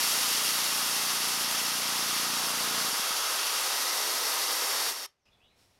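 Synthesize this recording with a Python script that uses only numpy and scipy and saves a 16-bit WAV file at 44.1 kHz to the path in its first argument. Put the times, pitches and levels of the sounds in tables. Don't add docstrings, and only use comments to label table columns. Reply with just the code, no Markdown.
import sys
import numpy as np
from scipy import signal
from scipy.fft import rfft, irfft
from scipy.io import wavfile
from scipy.ndimage import uniform_filter1d

SR = 44100
rng = np.random.default_rng(int(sys.argv[2]) if len(sys.argv) > 2 else 0)


def file_out(sig):
    cols = np.atleast_2d(sig).T
    lim = np.clip(cols, -1, 1)
    pcm = np.round(lim * 32767).astype(np.int16)
    wavfile.write(sys.argv[1], SR, pcm)


N = 255339
T = np.arange(N) / SR
HZ = np.maximum(np.arange(N // 2 + 1) * SR / N, 1)


def undb(db):
    return 10 ** (np.asarray(db) / 20)


def unit(x):
    return x / np.sqrt(np.mean(x ** 2))


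def curve(points):
    return np.interp(T, *np.transpose(points))


def bell(centre_s, width_s):
    return np.exp(-((T - centre_s) / width_s) ** 2)


def colour(points):
    hz, db = np.transpose(points)
    return undb(np.interp(np.log(HZ), np.log(hz), db))


def peak(hz, width_hz):
    return 1 / (1 + (2 * (HZ - hz) / width_hz) ** 2)


def noise(eq):
    return unit(irfft(rfft(rng.standard_normal(N)) * eq, N))


def drift(rate_hz):
    return noise(1 / (1 + (HZ / rate_hz) ** 4))


def ring(x, eq):
    cepstrum = irfft(np.log(eq), N)
    cepstrum[1:] *= 2
    cepstrum[N // 2:] = 0
    return irfft(rfft(x) * np.exp(rfft(cepstrum)), N)


def echoes(x, t60_s):
    t = T[:SR]
    tail = rng.standard_normal(SR) * undb(-60 * t / t60_s) * (t > .004)
    tail = signal.lfilter([1, 1], [1, -.3], tail)
    return signal.fftconvolve(x, tail / np.linalg.norm(tail))[:N]


# freq_hz, gain_db
JET_EQ = [(30, -42.5), (90, -36), (180, -21), (330, -11), (700, -5.5), (1100, -0.5), (2300, -2.5),
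          (4200, -3.0), (6000, -2.5), (8000, -6.5), (10500, -2.5), (12500, -5.5), (14000, -10),
          (15500, -15.5)]
# pitch_hz, width_hz, bare_db, covered_db
VALVE_CAVITIES = [(448, 470, 4, 9.5), (886, 440, 3, 4), (1270, 150, 5, 4), (1445, 60, 1.5, 0),
                  (1990, 350, 2, 6), (2774, 340, 5, 4), (3295, 360, 5.5, 4), (3780, 330, 4, 7),
                  (4304, 210, 4, 6), (4706, 490, 6.5, 8), (5440, 520, 7.5, 9), (5750, 80, 0.5, 3),
                  (6090, 290, 5.5, 7.5), (6664, 65, 6.5, 6.5), (6970, 410, 2, 0.5), (7540, 190, 4.5, 3.4),
                  (8650, 450, 3, 4), (9000, 120, 3, 1), (9750, 450, 3, -1.5), (10730, 290, 3.5, 1.5),
                  (11580, 280, 3.5, 4.5), (12800, 170, 4, 3), (14150, 130, 1.5, 5), (15080, 230, 3.5, 4)]
JET_CROSSOVERS = [750, 1700, 6500]
# base_db, full_pressure_boost_db, swell_boost_db, hand_boost_db
JET_MIX = [(-48.5, 1.2, 2.2, 3.5), (-39.2, 1.3, 2, 0.76), (-32, 2.5, -0.2, 0.2), (-35, 4.4, -0.2, 0.7)]
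# time_s, flow_db
VALVE_FLOW = [(4.895, 0.5), (4.94, -7.5), (5.05, -9.5), (5.061, -9.5), (5.072, -49), (5.1, -70)]


def jet(gain_db=11, flutter_db=0.32, band_flutter_db=0.35, steepen=.018):
    bare_eq = colour(JET_EQ) * undb(sum(db * peak(hz, width) for hz, width, db, _ in VALVE_CAVITIES))
    covered_eq = colour(JET_EQ) * undb(sum(db * peak(hz, width) for hz, width, _, db in VALVE_CAVITIES))
    pressure = np.exp(-(T / 0.95) ** 1.3)
    swell = bell(centre_s=2.94, width_s=0.77)
    reach = np.clip((T - 3.5) / 0.45, 0, 1)
    cover = 0.14 + 0.86 * reach
    turbulence = rfft(rng.standard_normal(N))
    band_index = np.searchsorted(JET_CROSSOVERS, HZ)
    air = np.zeros(N)
    for k, (base_db, pressure_db, swell_db, hand_db) in enumerate(JET_MIX):
        band = turbulence * (band_index == k)
        bare = unit(irfft(band * bare_eq, N))
        covered = unit(irfft(band * covered_eq, N))
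        band_db = base_db + pressure_db * pressure + swell_db * swell + hand_db * reach
        air += ((1 - cover) * bare + cover * covered) * undb(band_db + band_flutter_db * drift(16))
    shocks = irfft(rfft(air * unit(air)) * (HZ > 900), N)
    return (air - steepen * shocks) * undb(gain_db + curve(VALVE_FLOW) + flutter_db * drift(27))


def tank(machine, pitch_hz=1245, width_hz=60, send_db=-12):
    return undb(send_db) * ring(echoes(machine, t60_s=0.066), peak(pitch_hz, width_hz))


# freq_hz, gain_db
THUD_EQ = [(20, -21.5), (58, -17), (110, -14), (175, -1.5), (290, -1.5), (450, -13.5), (900, -36.5),
           (3000, -77)]
# time_s, turns_per_s
SHAFT_SPEED = [(0, 29.19), (1.8, 29.19), (2.83, 29.3), (2.866, 27.5), (2.907, 21.7), (2.965, 14.3),
               (3.056, 8.5), (3.22, 0)]


def pump(motor_off_s=2.9, thud_db=-40, growth_db=4.5, coast_db=-6.5, clack_db=-29, clack_turns=0.056):
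    speed = curve(SHAFT_SPEED)
    pace = speed / speed.max()
    turns = np.cumsum(speed) / SR - .14
    deliveries = np.diff(np.floor(turns), prepend=-1) * undb(0.39 * drift(14))
    gulps = np.diff(np.floor(turns - 0.299), prepend=-1) * pace ** 4 * undb(.8 * drift(20))
    air_filter = peak(hz=214, width_hz=84) * HZ / (HZ + 100)
    thuds = ring(gulps, air_filter) - ring(deliveries, colour(THUD_EQ))
    thuds /= np.std(thuds[pace > .9])
    turns_since_clack = (turns - .06) % 1
    clacks = noise(peak(hz=1250, width_hz=350)) * np.exp(-turns_since_clack / clack_turns) * pace ** .3
    stroke_db = thud_db + growth_db * np.minimum(T / motor_off_s, 1) ** 2 + coast_db * (1 - pace)
    return undb(stroke_db) * thuds + undb(clack_db) * clacks


def fan(level_db=-72):
    speed = curve(SHAFT_SPEED)
    return noise(peak(hz=70, width_hz=130) ** 2) * undb(level_db) * (speed / speed.max()) ** 2


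# freq_hz, gain_db
AIR_EQ = [(20, 1), (80, 8.5), (250, -0.5), (700, -0.5), (1500, -8.5), (2500, -8), (6500, -17.5),
          (12500, -25), (15500, -30)]


def outdoor_air(level_db=-69):
    return noise(colour(AIR_EQ)) * undb(level_db)


# centre_s, width_s, level_db
SETTLING_BUMPS = [(2.96, .03, -60), (3.19, 0.038, -50), (3.79, .04, -64)]


def bumps():
    swells = sum(undb(db) * bell(centre_s, width_s) for centre_s, width_s, db in SETTLING_BUMPS)
    return noise(peak(hz=38, width_hz=35) ** 2) * swells


def seat_whistle(gap_eq, seated_s=5.05, gain_db=-27, rise_db_per_s=30):
    whistle_db = gain_db - rise_db_per_s * np.maximum(seated_s - T, 0)
    return noise(gap_eq) * undb(whistle_db + curve(VALVE_FLOW))


# start_s, length_s, start_pitch_hz, end_pitch_hz, level_db
BIRD_NOTES = [(5.183, 0.09, 6600, 4930, -74), (5.245, 0.053, 2640, 2450, -76),
              (5.255, 0.021, 3300, 2600, -73), (5.312, 0.028, 3540, 3460, -69.5),
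              (5.319, 0.022, 4500, 3550, -75), (5.384, 0.085, 2280, 3060, -74),
              (5.41, 0.055, 2730, 3800, -70), (5.448, 0.067, 3550, 4060, -74),
              (5.497, 0.03, 3100, 2090, -76)]


def bird(rasp=.024, glide_ease=1.6, direct_db=-3, echo_db=-2):
    song = np.zeros(N)
    for start_s, length_s, start_hz, end_hz, level_db in BIRD_NOTES:
        progress = np.clip((T - start_s) / length_s, 0, 1)
        glide_hz = end_hz + (start_hz - end_hz) * (1 - progress) ** glide_ease
        pitch_hz = glide_hz * (1 + rasp * drift(300))
        envelope = np.sqrt(8 * progress * (1 - progress))
        song += undb(level_db) * envelope * np.sin(2 * np.pi * np.cumsum(pitch_hz) / SR)
    return undb(direct_db) * song + undb(echo_db) * echoes(song, t60_s=0.28)


# freq_hz, gain_db
LEAK_EQ = [(200, -12), (1500, -3.5), (4000, 1.5), (5600, -2), (7500, -5), (9500, -4), (12500, -8.5),
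           (15500, -14.5)]


def seat_weep(gap_eq, gap_db=8.5, puff_s=5.6, puff_db=-65.5, rise_db_per_s=270, sag_db=10, sag_s=0.09):
    before_s, after_s = np.maximum(puff_s - T, 0), np.maximum(T - puff_s, 0)
    level_db = puff_db - rise_db_per_s * before_s - sag_db * (1 - np.exp(-after_s / sag_s))
    return noise(colour(LEAK_EQ) * undb(gap_db * gap_eq)) * undb(level_db + .8 * drift(30))


def scene(near_db=-21, far_db=-39, side_db=-28):
    gap_eq = peak(hz=5450, width_hz=340)
    machine = jet() + seat_whistle(gap_eq) + seat_weep(gap_eq) + pump() + fan() + bumps()
    reflections = undb(near_db) * echoes(machine, t60_s=0.17)
    wall_tail = undb(far_db) * ring(echoes(machine, t60_s=0.89), peak(hz=0, width_hz=9000))
    mid = machine + tank(machine) + reflections + wall_tail + bird() + outdoor_air()
    side = undb(side_db) * outdoor_air()
    return np.array([mid + side, mid - side])


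def record(dry):
    threshold_db, duck_db, hold_s, cutoff_hz = -36, -11.5, .19, 15750
    loud = uniform_filter1d(dry[0] ** 2, size=128) > undb(threshold_db) ** 2
    last_loud_s = np.maximum.accumulate(np.where(loud, T, 0))
    ducked = T - last_loud_s < hold_s
    gain = uniform_filter1d(undb(duck_db * ducked), size=32)
    low_pass = signal.ellip(10, .1, 80, cutoff_hz, fs=SR, output="sos")
    return signal.sosfilt(low_pass, dry * gain)


dry = scene()
out = record(dry)
file_out(out)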